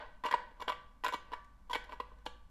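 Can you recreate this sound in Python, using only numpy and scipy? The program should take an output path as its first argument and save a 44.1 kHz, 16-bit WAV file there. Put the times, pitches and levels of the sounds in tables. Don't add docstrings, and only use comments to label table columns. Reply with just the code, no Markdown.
import sys
import numpy as np
from scipy import signal
from scipy.fft import rfft, irfft
from scipy.io import wavfile

SR = 44100
rng = np.random.default_rng(int(sys.argv[2]) if len(sys.argv) > 2 else 0)


def materialize(psi):
    bounded = np.clip(np.atleast_2d(psi).T, -1, 1)
    quanta = np.round(bounded * 32767).astype(np.int16)
    wavfile.write(sys.argv[1], SR, quanta)


N = 110250
LID_HZ = 1000


def amp(db):
    return 10 ** (np.asarray(db) / 20)


def unit(x):
    return x / np.sqrt(np.sum(x ** 2) + 1e-20)


def read(points, hz):
    f, value = np.transpose(points)
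    return np.interp(np.log(hz + 1), np.log(f + 1), value)


def level(points):
    return amp(np.interp(np.arange(N) / SR, *np.transpose(points)))


def add(mix, start_s, sound):
    part = mix[max(round(start_s * SR), 0):][:len(sound)]
    part += sound[:len(part)]


def convolve(x, response):
    return signal.fftconvolve(x, response)[:len(x)]


def high_pass(x, hz):
    return signal.lfilter(*signal.butter(4, hz, "high", fs=SR), x)


def tint(x, spectrum):
    return irfft(rfft(x) * amp(read(spectrum, np.fft.rfftfreq(len(x), 1 / SR))), len(x))


def click(spectrum, size=4096):
    log_gain = np.log(amp(read(spectrum, abs(np.fft.fftfreq(size, 1 / SR)))))
    minimum_phase = np.exp(np.conj(signal.hilbert(log_gain)))
    return unit(np.fft.ifft(minimum_phase).real)


def ring(modes, stretch=1, size=4096):
    hz, db, t60 = np.transpose(modes)[:, :, None]
    t = np.arange(size) / SR
    share_db = 3 * rng.uniform(-1, 1, hz.shape)
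    return (amp(db + share_db - 60 * t / t60) * np.sin(2 * np.pi * hz * stretch * t)).sum(0)


def room_tone(floor_db=-57.5, hum_hz=52.3):
    # time in seconds, level in dB.
    swell = [(0, -73), (1.7, -62.5), (2.15, -57.5), (2.5, -62)]
    # frequency in Hz, relative level in dB.
    colour = [(10, 9), (25, 2.5), (38, 5), (55, -11.5), (75, -7.5), (120, -16), (220, -13), (400, -32.5),
              (1000, -27), (2500, -42), (6000, -44), (14000, -51.5)]
    hum = np.sqrt(2) * level(swell) * np.sin(2 * np.pi * (hum_hz * np.arange(N) / SR + rng.random()))
    noise = np.sqrt(N) * unit(tint(rng.standard_normal(N), colour))
    return amp(floor_db) * noise + hum


def rust_grains(size, per_second=9000, spread_db=2.5):
    strength = amp(spread_db * np.minimum(rng.exponential(1, size), 4))
    return strength * rng.choice([-1., 1.], size) * (rng.random(size) < per_second / SR)


def contact_clicks():
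    # frequency in Hz, relative level in dB.
    knock = [(40, -36), (110, -45), (200, -6), (350, 10), (520, 4.5), (650, -8), (1500, -15.5), (5000, -60)]
    tap = [(200, -13.5), (600, 16), (800, -25), (1200, 0.5), (1700, -13.5), (5000, -79.5)]
    rasp = [(300, -40.5), (900, -1.5), (1400, 6.5), (2200, 1), (3400, 0), (4700, -25.5), (6500, -15.5),
            (14000, -32.5)]
    grit = [(1500, -47), (4000, 4), (5300, 5), (6500, 5.5), (7500, 1), (9000, 1), (11200, 2), (12500, -7.5),
            (14500, -1.5)]
    return [amp(-8.5) * click(knock), amp(-11) * click(tap), amp(-3.5) * click(rasp), amp(7) * click(grit)]


def tin_responses(contacts, pitch_hz):
    # frequency in Hz, relative level in dB, seconds to fall 60 dB.
    belly = [(203, -5, 0.021), (300, -10.5, 0.019), (439.4, -5, 0.028), (506, 2.5, 0.068)]
    lid = [(700, -26, .015), (800, -20, 0.026), (1010, 2.5, 0.026), (979.4, 16.5, 0.023),
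           (1070, 10.5, 0.026), (1070, -21, 0.17)]
    sheet = [(1380, -17, .02), (1514, 9, 0.061), (1660, -4, 0.051), (1745, 1.5, 0.014), (1925, 5, 0.042),
             (2252, -5, 0.11), (2393, -35, 0.0082), (2822, -0.5, .025), (3224, -2, 0.0096),
             (3470, 6, 0.0067), (3850, 2.5, 0.0091), (4350, -5, 0.018), (4602, -37, 0.07)]
    edge = [(4970, -9.5, 0.0027), (5690, -2, .022), (6400, -6.5, 0.0036), (7360, 0, 0.0081),
            (11880, -14, 0.032)]
    bodies = (high_pass(ring(belly), hz=189),
              high_pass(ring(lid, pitch_hz / LID_HZ), hz=492),
              high_pass(ring(sheet), hz=1000),
              high_pass(ring(edge), hz=3330))
    return [unit(body) + contact for body, contact in zip(bodies, contacts)]


def echo_and_rubbing(contacts, top_hz=3720):
    # time in seconds, level in dB ahead of the filters.
    strength = [(0, -45.5), (.03, -51), (.1, -63), (.22, -74.5), (.28, -68), (.38, -54), (.47, -63),
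                (.52, -74), (.65, -61), (.76, -62), (.9, -75), (1.1, -79), (1.3, -63.5), (1.36, -57),
                (1.42, -73), (1.65, -79.5), (1.82, -62.5), (1.97, -67.5), (2.1, -69), (2.25, -74.5),
                (2.5, -80)]
    belly, lid, sheet, _ = map(unit, tin_responses(contacts, LID_HZ))
    grains = np.sqrt(N) * unit(rust_grains(N)) * level(strength)
    force = signal.lfilter(*signal.butter(2, top_hz, fs=SR), grains)
    return convolve(force, amp(-14) * belly + lid + amp(-3) * sheet)


def afterring(tin):
    # frequency in Hz, gain in dB, seconds to fall 60 dB.
    modes = [(494, -61.5, 0.33), (992.5, -59, 0.23)]
    return convolve(tin, ring(modes, size=SR))


def room(x, early_db=-8, early_t60_s=0.027):
    # frequency in Hz, seconds to fall 60 dB.
    decay = [(200, 0.56), (600, 0.51), (1100, 0.43), (2000, 0.46), (4500, 0.41), (8000, 0.21), (14000, .18)]
    # frequency in Hz, gain in dB.
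    colour = [(150, -14), (380, -11.5), (500, -14.5), (700, -9.5), (980, -13), (1200, -13), (1550, -4),
              (2100, -9), (4500, -8.5), (8000, -1.5), (14000, -13)]
    t = np.arange(SR) / SR
    reflections = rng.standard_normal(SR) * (rng.random(SR) < .02) * (t > .003)
    early = unit(reflections * amp(-60 * t / early_t60_s))
    hz, frame_s, bands = signal.stft(rng.standard_normal(SR), SR, nperseg=256)
    t60 = read(decay, hz)[:, None]
    equal_energy = np.sqrt(2 * np.log(1000) / (t60 * SR))
    bands = bands * amp(-60 * frame_s / t60) * equal_energy
    tail = signal.istft(bands, SR, nperseg=256)[1][:SR] * np.minimum(t / 0.013, 1)
    return convolve(x, amp(early_db) * early + tint(tail, colour) * (t < .9))


def slips(contacts, judder_db=-7, bite_db=4.5, size=4096):
    # start in seconds, crunch length in seconds, lid pitch in Hz, bite pitch in Hz,
    # then the levels of thud, lid, rasp and grit in dB, each as if its energy were spread over 10 ms.
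    crunches = [(0.237, 0.0032, 1000, 1830, -52.5, -39.5, -45.5, -61.5),
                (0.243, 0.0084, 1047, 2640, -53.5, -37, -43.5, -78),
                (0.251, 0.0027, 1020, 3260, -47, -35, -58, -61),
                (0.255, 0.0091, 949, 3010, -59, -36, -43, -53.5),
                (0.262, 0.0044, 1023, 2910, -50, -34, -41, -61),
                (0.268, 0.012, 972, 2750, -56, -40, -48, -79),
                (0.283, 0.0059, 1073, 1650, -69, -39.5, -46, -79),
                (0.31, 0.0057, 1005, 1950, -55.5, -35.5, -38, -51),
                (0.325, 0.0025, 1090, 1870, -47, -36, -36.5, -61),
                (0.338, 0.0063, 967, 2030, -41.5, -23, -37, -64.5),
                (0.507, 0.0069, 1040, 1820, -63, -76, -64, -95),
                (0.598, 0.0034, 1050, 2200, -63, -50, -67, -73),
                (0.603, 0.0024, 1000, 3000, -63, -53, -57, -64),
                (0.613, 0.0064, 1044, 2470, -69, -41.5, -55, -61),
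                (0.621, 0.0033, 965, 2880, -52.5, -43, -47.5, -60.5),
                (0.678, 0.0018, 910, 3180, -46.5, -38, -55, -63),
                (0.681, 0.0022, 1047, 2860, -57, -37.5, -36.5, -56),
                (0.687, 0.0059, 1020, 1740, -56, -41.5, -41, -57.5),
                (0.694, 0.0038, 989, 2910, -56, -36, -46, -55),
                (0.7, 0.0022, 1040, 2560, -51, -34.5, -43.5, -60),
                (0.72, 0.0022, 1046, 2910, -68, -41, -49.5, -65),
                (0.725, 0.0023, 1010, 2550, -64, -47, -49, -79),
                (1.037, 0.002, 960, 2010, -53.5, -43, -43, -59),
                (1.043, 0.0057, 966, 2690, -54, -34.5, -40, -47.5),
                (1.047, 0.0083, 1010, 2560, -55, -33.5, -40.5, -66),
                (1.063, 0.0022, 987, 2600, -55, -36.5, -35.5, -54),
                (1.069, 0.0027, 960, 2550, -53.5, -54, -44.5, -62),
                (1.082, 0.00097, 1040, 2900, -50, -47, -43, -51),
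                (1.085, 0.0064, 1053, 2100, -55, -39, -43, -69),
                (1.122, 0.0092, 979, 3410, -48, -39, -47, -57),
                (1.136, 0.0021, 1040, 3350, -68, -35, -47, -56.5),
                (1.14, 0.0037, 968, 3110, -46, -37.5, -42.5, -52.5),
                (1.148, 0.0067, 1110, 2750, -60, -47, -49, -76),
                (1.318, 0.0022, 1010, 2620, -56, -49, -56.5, -70),
                (1.324, 0.0085, 1040, 3230, -53, -46.5, -52.5, -76),
                (1.333, 0.0048, 976, 1830, -66, -36, -45, -61),
                (1.443, 0.0046, 1010, 2060, -92.5, -70, -68.5, -76),
                (1.696, 0.0063, 1030, 3020, -55, -43.5, -56.5, -63.5),
                (1.707, 0.0094, 982, 3270, -83, -37.5, -51, -58),
                (1.73, 0.0055, 964, 3240, -51.5, -37, -37, -49),
                (1.747, 0.0041, 914, 2270, -61, -39, -37, -54.5),
                (1.754, 0.0012, 1004, 2440, -43.5, -34.5, -46, -54),
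                (1.758, 0.0045, 920, 1930, -50.5, -57, -40.5, -67),
                (1.838, 0.0063, 1050, 1960, -75, -65, -60, -67.5),
                (1.892, 0.0069, 1010, 2550, -63, -50.5, -58.5, -74),
                (1.904, 0.022, 1053, 3030, -58, -62, -58.5, -70.5),
                (1.922, 0.0013, 988.0, 2260, -57.5, -54.5, -50, -74),
                (1.927, 0.0042, 1035, 2630, -63, -46.5, -62, -70.5),
                (1.933, 0.0062, 975, 2540, -61, -45.5, -57.5, -71),
                (2.0, 0.0028, 1033, 2690, -48, -36, -49, -64.5),
                (2.004, 0.0011, 1070, 2680, -52.5, -44.5, -49, -77),
                (2.116, 0.005, 1033, 2440, -64, -59.5, -77, -88),
                (2.185, 0.0031, 1010, 1940, -72, -72, -75.5, -82),
                (2.253, 0.014, 915, 3250, -61, -58, -58.5, -59.5),
                (2.262, 0.0037, 902, 3360, -46.5, -40, -43, -75)]
    out, t = np.zeros(N), np.arange(size) / SR
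    for start, length, pitch_hz, bite_hz, *levels in crunches:
        progress = t / max(length, .001)
        rise, fade = np.minimum(progress / 0.49, 1), np.exp(-(progress / 1.43) ** 2)
        scratch = unit(rust_grains(size) * rise * fade)
        judder = unit(np.sin(2 * np.pi * pitch_hz * t) * np.exp(-(progress / 0.79) ** 2))
        bite = signal.lfilter(*signal.iirpeak(bite_hz, Q=4.3, fs=SR), scratch)
        forces = scratch, scratch + amp(judder_db) * judder, scratch + amp(bite_db) * bite, scratch
        for db, force, response in zip(levels, forces, tin_responses(contacts, pitch_hz)):
            add(out, start, amp(db) * np.sqrt(.01 * SR) * unit(convolve(force, response)))
    return out


def wall_ring(hz=1156.5, t60_s=0.66):
    # start in seconds, level in dB.
    rings = [(0.703, -51), (1.143, -54.5), (1.335, -54), (1.999, -62.5), (2.265, -59.5)]
    out, t = np.zeros(N), np.arange(SR) / SR
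    for start, db in rings:
        add(out, start, np.sqrt(2) * amp(db - 60 * t / t60_s) * np.sin(2 * np.pi * hz * t))
    return out


def treble_flutter(mid, top_hz=450):
    # frequency in Hz, gain of the side signal in dB.
    width = [(100, -52), (2600, -62), (4000, -45), (6000, -12), (8000, -6.5), (14000, -6)]
    flutter = signal.sosfilt(signal.butter(2, top_hz, fs=SR, output="sos"), rng.standard_normal(N))
    return tint(mid * np.tanh(2 * np.sqrt(N) * unit(flutter)), width)


def scene():
    contacts = contact_clicks()
    tin = slips(contacts) + echo_and_rubbing(contacts)
    tin = tin + afterring(tin)
    mid = tin + room(tin) + wall_ring() + room_tone()
    side = treble_flutter(mid)
    return np.array([mid + side, mid - side])


def record(dry):
    low_pass = signal.firwin(411, 14500, window=("kaiser", 8), fs=SR)
    return signal.oaconvolve(dry, low_pass[None], "same")


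dry = scene()
out = record(dry)
materialize(out)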